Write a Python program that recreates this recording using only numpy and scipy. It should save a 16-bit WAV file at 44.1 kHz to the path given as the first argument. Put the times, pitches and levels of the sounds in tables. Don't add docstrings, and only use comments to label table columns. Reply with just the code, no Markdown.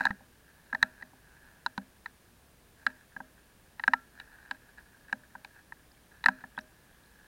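import sys
import numpy as np
from scipy.fft import rfft, irfft, next_fast_len
from scipy.io import wavfile
from scipy.ndimage import map_coordinates

SR = 44100
rng = np.random.default_rng(int(sys.argv[2]) if len(sys.argv) > 2 else 0)


def store_pcm(level_fs):
    pcm = np.round(np.clip(level_fs, -1, 1) * 32767).astype(np.int16)
    wavfile.write(sys.argv[1], SR, np.atleast_2d(pcm).T)


N = 320593

# (frequency [Hz], relative density [dB per Hz])
FLOOR_SPECTRUM = [(20, -14.5), (32, -4), (45, -6), (65, -7.5), (100, -7), (160, -8), (230, -10),
                  (500, -15.5), (920, -18.5), (1400, -20.5), (2200, -22.5), (5000, -27), (7500, -29),
                  (9600, -28), (16000, -29.5)]
# (frequency [Hz], rms level [dB])
WHINE_TONES = [(60, -72), (9294, -90), (9373, -86.5), (9453, -88.5), (9533, -83)]
# (time [s], level [dB])
FLOW_LEVELS = [(0.0, -39), (0.24, -70.5), (0.6, -67), (0.87, -55.5), (1.07, -70), (1.62, -61),
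               (1.82, -69.5), (2.53, -78.5), (2.97, -66.5), (3.6, -73), (4.21, -67.5), (4.33, -58.5),
               (4.72, -67), (5.1, -66), (5.97, -74.5), (6.32, -61.5), (6.82, -68.5), (7.27, -65)]
# (middle [s], length [s], peak level [dB])
WATER_SHEETS = [(0.06, .045, -60), (1.003, 0.097, -62), (1.393, 0.41, -69), (2.825, 0.078, -67),
                (2.893, 0.089, -54), (3.02, 0.055, -66.5), (4.19, 0.15, -57), (4.38, 0.4, -64),
                (4.544, .065, -61), (4.791, 0.065, -54), (5.094, 0.037, -53.5), (5.247, 0.068, -69),
                (5.572, 0.11, -60), (6.14, 0.11, -64), (6.41, 0.038, -55.5)]
# (frequency [Hz], relative density [dB per Hz])
TRICKLE_SPECTRUM = [(280, -26.5), (370, -23.5), (460, -34), (680, -20), (920, -10.5), (1150, -23),
                    (1400, -11), (1670, 1.5), (1830, -6.5), (2100, -27), (2500, -19), (3300, -41.5),
                    (4030, -22), (4500, -34), (12000, -46.5)]
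# (time [s], force [dB], contact time [s], air pocket pitch [Hz],
# trapped air over the force [dB], walls over the force [dB])
WATER_SLAPS = [(.007, -39, 0.0043, 1593, 10, 2.5), (.053, -31.5, .0023, 1665, 6, 1.5),
               (0.0669, -41, .0033, 1676, 15, -2), (0.1065, -45, 0.0037, 1832, 9, 2),
               (0.206, -62.5, 0.0078, 1650, -11, 1.5), (.728, -43.5, .0045, 1667, 11, -1.5),
               (0.748, -42, .0031, 1770, 10.5, 2.5), (0.8276, -29.5, .0016, 1780, 9.5, -6),
               (1.024, -50, 0.0036, 1867, 6.5, -7.5), (1.1327, -63.5, 0.0065, 1650, -18, 2),
               (1.6623, -37, 0.0016, 1486, 5, 3), (1.7776, -38, 0.0031, 1537, -2, -1),
               (2.0592, -53, 0.0017, 1815, 13, 3), (2.8653, -34.5, .0022, 1640, 10, -9.5),
               (3.164, -51.5, 0.0049, 1660, 10.5, -1.5), (3.2029, -52, 0.0064, 1575, 6, 6.5),
               (3.796, -50.5, 0.0019, 1820, 11, 3), (3.8374, -49.5, 0.0012, 1734, 17, 6.5),
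               (3.8781, -31, .0028, 1610, 10.5, -2.5), (3.935, -36, 0.002, 1800, 13, 9.5),
               (4.1994, -48.5, 0.0018, 1710, 2.5, -12), (4.511, -41, 0.0021, 1647, 6, -2.5),
               (5.1271, -36.5, .0028, 1663, 7, -4), (5.352, -57, 0.0053, 1560, 9, 9),
               (5.447, -49.5, 0.0016, 1640, -3, -4), (5.722, -63.5, 0.0019, 1790, 18, 11.5),
               (6.2403, -47.5, 0.0011, 1840, 9.5, 4.5), (6.2597, -29.5, 0.0021, 1783, 11, -6),
               (6.2846, -33, .0029, 1603, 10.5, 5), (6.439, -53, .0056, 1706, 7.5, 2.5),
               (6.5773, -45.5, 0.0051, 1590, 7, 2.5), (6.5877, -44, 0.00236, 1700, 1.5, -9)]
# (frequency [Hz], relative level [dB], t60 [s])
HOUSING_MODES = [(201, 0, 0.05), (222, -8, 0.12), (256.8, -6.5, .25), (539, -15, 0.11), (626, -14.5, 0.29),
                 (793.6, -5, 0.041), (930, 3.5, 0.017), (1049, -11.5, 0.0078), (1327, -7, 0.024),
                 (1611, -5, 0.019), (1640, -1.5, 0.028), (1879, -10, 0.019), (2263, -2, 0.018),
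                 (2516, 2, 0.01), (3020, -7.5, 0.016), (3440, -17.5, 0.024), (3962, 6, 0.0091),
                 (4700, -1.5, 0.0052)]
# (lower edge [Hz], upper edge [Hz])
PART_BANDS = [(100, 700), (700, 1150), (1150, 2200), (2200, 5500)]
# (frequency [Hz], gain [dB])
WALL_PASSBAND = [(450, -10.5), (650, 0.5), (780, -10), (1050, -4), (1170, -2.5), (1500, -14)]
# (time [s], gain [dB])
RIM_LIFT_DB = [(.1, 7), (1.8, 5.5), (2.9, -4), (5.1, -6), (6.2, -3)]
# (frequency [Hz], relative density [dB per Hz])
CRACK_SPECTRUM = [(1500, -29), (2300, 3.5), (2700, 10), (3300, -10), (4000, 1), (5000, -9), (6000, -32)]
# (frequency [Hz], relative density [dB per Hz])
SPRAY_SPECTRUM = [(4300, -25.5), (5000, 3), (5450, 4), (5850, -5.5), (6250, 3), (6900, -5.5), (7400, -0.5),
                  (8500, -8), (11000, -10.5), (12000, -17.5), (16000, -11.5)]
# (time [s], push level [dB], boom level [dB])
WAVE_THUDS = [(0.105, -44, -39.5), (0.827, -50.5, -49.5), (1.78, -57, -38.5), (6.287, -62.5, -40)]
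# (time [s], frequency [Hz], level [dB])
TRAPPED_BUBBLES = [(.84, 1384, -61), (3.937, 1360, -47), (6.29, 1330, -56)]
# (start [s], end [s], typical level [dB])
DROPLET_SHOWERS = [(5.851, 6.06, -74.5), (6.555, 6.62, -64.5), (6.901, 7.08, -78)]

TOP_HZ = 16000
MODE_SCATTER_DB = 2
USUAL_CONTACT_S = 0.0032
CLING_S = 0.0007
KNOCK_DB, CRACK_DB, SPRAY_DB = -9, -10.5, -22.5
KNOCK_SLOPE_DB, CRACK_SLOPE_DB, SPRAY_SLOPE_DB, RIM_SLOPE_DB = 9.5, -9.5, -7, -6.5
USUAL_FORCE_DB, SPRAY_GROWTH = -37.5, 0.23


def amp(db):
    return 10 ** (np.asarray(db) / 20)


def unit(x):
    return x / np.sqrt(np.mean(x ** 2) + 1e-20)


def struck(x):
    return x / np.sqrt(np.mean(x[:SR // 50] ** 2) + 1e-20)


def wobble(rate):
    knots = rng.standard_normal(int(N * rate / SR) + 4)
    return map_coordinates(knots, [np.arange(N) * rate / SR])


def coloured(x, points):
    size = 2 * next_fast_len(len(x))
    hz, db = np.transpose(points)
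    bins_hz = np.fft.rfftfreq(size, 1 / SR)
    gain_db = np.interp(np.log(bins_hz + 1), np.log(hz), db)
    cepstrum = irfft(np.log(amp(gain_db)), size)
    cepstrum[1:size // 2] *= 2
    cepstrum[size // 2 + 1:] = 0
    response = np.exp(rfft(cepstrum))
    return irfft(rfft(x, size) * response, size)[:len(x)]


def fade(t, t60):
    return np.exp(-np.log(1000) * np.maximum(t, 0) / t60)


def add(track, s, sound):
    part = track[max(round(s * SR), 0):][:len(sound)]
    part += sound[:len(part)]


def tone(t, hz, attack, t60):
    return struck(np.sin(2 * np.pi * hz * t) * (1 - np.exp(-t / attack)) * fade(t, t60))


def floor(level_db=-62):
    t = np.arange(N) / SR
    noise = amp(level_db) * unit(coloured(rng.standard_normal(N), FLOOR_SPECTRUM))
    tones = np.zeros(N)
    for hz, db in WHINE_TONES:
        phase = 1.4 * wobble(11.0)
        tones += amp(db) * unit(np.sin(2 * np.pi * hz * t + phase))
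    return noise + tones


def trickle(rate=220, spread_db=3, smooth_db=-4, surge_db=2.5):
    s, db = np.transpose(FLOW_LEVELS)
    flow_db = np.interp(np.arange(N) / SR, s, db)
    flow = amp(flow_db + surge_db * wobble(22))
    for middle, length, sheet_db in WATER_SHEETS:
        swell = np.hanning(int(abs(length) * SR))
        add(flow, middle - length / 2, amp(sheet_db) * swell)
    happens = rng.random(N) < rate / SR
    sizes = amp(spread_db * rng.standard_normal(N))
    ticks = happens * rng.choice([-1, 1], N) * sizes
    drive = unit(ticks) + amp(smooth_db) * rng.standard_normal(N)
    return flow * unit(coloured(drive, TRICKLE_SPECTRUM))


def ring(t, band, attack, tilt_db=0, detune=0.012):
    chosen = [mode for mode in HOUSING_MODES if band[0] <= mode[0] < band[1]]
    hz, db, t60 = np.transpose(chosen)[:, :, None]
    strength, shift = rng.standard_normal((2, len(hz), 1))
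    sign = (-1) ** np.arange(len(hz))[:, None]
    gain = sign * amp(db + MODE_SCATTER_DB * strength + tilt_db * np.log2(hz / band[0]))
    modes = gain * fade(t, t60) * np.sin(2 * np.pi * hz * (1 + detune * shift) * t)
    return struck(modes.sum(0) * (1 - np.exp(-t / attack)))


def pocket(t, hz, contact, attack=0.0023, t60=0.0105):
    return struck(np.sin(2 * np.pi * hz * t) * (1 - np.exp(-t / attack)) * fade(t - contact, t60))


def burst(t, spectrum, t60):
    return struck(coloured(rng.standard_normal(len(t)) * fade(t, t60), spectrum))


def slaps(shell_db=-5, grit_db=-4, swirl_db=-33, hardness_tilt=1.8, usual_db=6):
    out, t = np.zeros(N), np.arange(SR // 3) / SR
    body, walls, shell, rim = PART_BANDS
    for s, force_db, contact, hz, air_db, wall_db in WATER_SLAPS:
        softness = np.log2(contact / USUAL_CONTACT_S)
        knock_db = KNOCK_DB + KNOCK_SLOPE_DB * softness
        crack_db = CRACK_DB + CRACK_SLOPE_DB * softness
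        extra_force_db = force_db - USUAL_FORCE_DB
        spray_db = SPRAY_DB + SPRAY_SLOPE_DB * softness + SPRAY_GROWTH * extra_force_db
        bright_db = np.interp(s, *np.transpose(RIM_LIFT_DB)) + RIM_SLOPE_DB * softness

        knock = ring(t, body, attack=0.0014)

        hardness_db = wall_db - knock_db - usual_db
        wall_modes = ring(t, walls, attack=0.0039, tilt_db=hardness_tilt * hardness_db)
        wall = struck(coloured(wall_modes, WALL_PASSBAND))

        shell_ring = amp(shell_db) * ring(t, shell, attack=0.00035)
        air = struck(pocket(t, hz, contact + CLING_S) + shell_ring)
        swirl = amp(swirl_db) * burst(t, TRICKLE_SPECTRUM, t60=0.44)

        grit = amp(grit_db) * burst(t, CRACK_SPECTRUM, t60=0.016)
        crack = ring(t, rim, attack=0.0012) + grit
        rim_gain = [(2900, 0.015), (3800, bright_db), (4300, bright_db), (5500, 0)]  # (Hz, dB)
        crack = struck(coloured(crack, rim_gain))
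        spray = burst(t, SPRAY_SPECTRUM, t60=0.012)

        slap = (amp(knock_db) * knock + amp(wall_db) * wall + amp(air_db) * (air + swirl)
                + amp(crack_db) * crack + amp(spray_db) * spray)
        add(out, s, amp(force_db) * slap)
    return out


def thuds():
    out, t = np.zeros(N), np.arange(SR // 4) / SR
    for s, push_db, boom_db in WAVE_THUDS:
        push = tone(t, hz=97, attack=0.00063, t60=0.019)
        boom = tone(t, hz=197.5, attack=0.0011, t60=0.12)
        add(out, s, amp(push_db) * push + amp(boom_db) * boom)
    return out


def bubbles():
    out, t = np.zeros(N), np.arange(SR // 3) / SR
    for s, hz, db in TRAPPED_BUBBLES:
        add(out, s, amp(db) * tone(t, hz, attack=0.004, t60=0.21))
    return out


def patter(rate=45, hz=3100, spread=0.2, size_db=2, t60=0.008):
    out, t = np.zeros(N), np.arange(SR // 20) / SR
    for start, end, db in DROPLET_SHOWERS:
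        gaps, pitches, sizes = rng.standard_normal((16, 3)).T
        times = start + np.cumsum(np.exp(0.5 * gaps)) / rate
        for s, pitch, size in zip(times[times < end], pitches, sizes):
            tick = tone(t, hz * np.exp(spread * pitch), attack=0.00084, t60=t60)
            add(out, s, amp(db + size_db * size) * tick)
    return out


def scene():
    return (floor() + trickle() + slaps() + thuds() + bubbles() + patter())[None]


def record(dry):
    size = next_fast_len(N + SR)
    passed = np.fft.rfftfreq(size, 1 / SR) < TOP_HZ
    return irfft(rfft(dry, size) * passed, size)[:, :N]


dry = scene()
out = record(dry)
store_pcm(out)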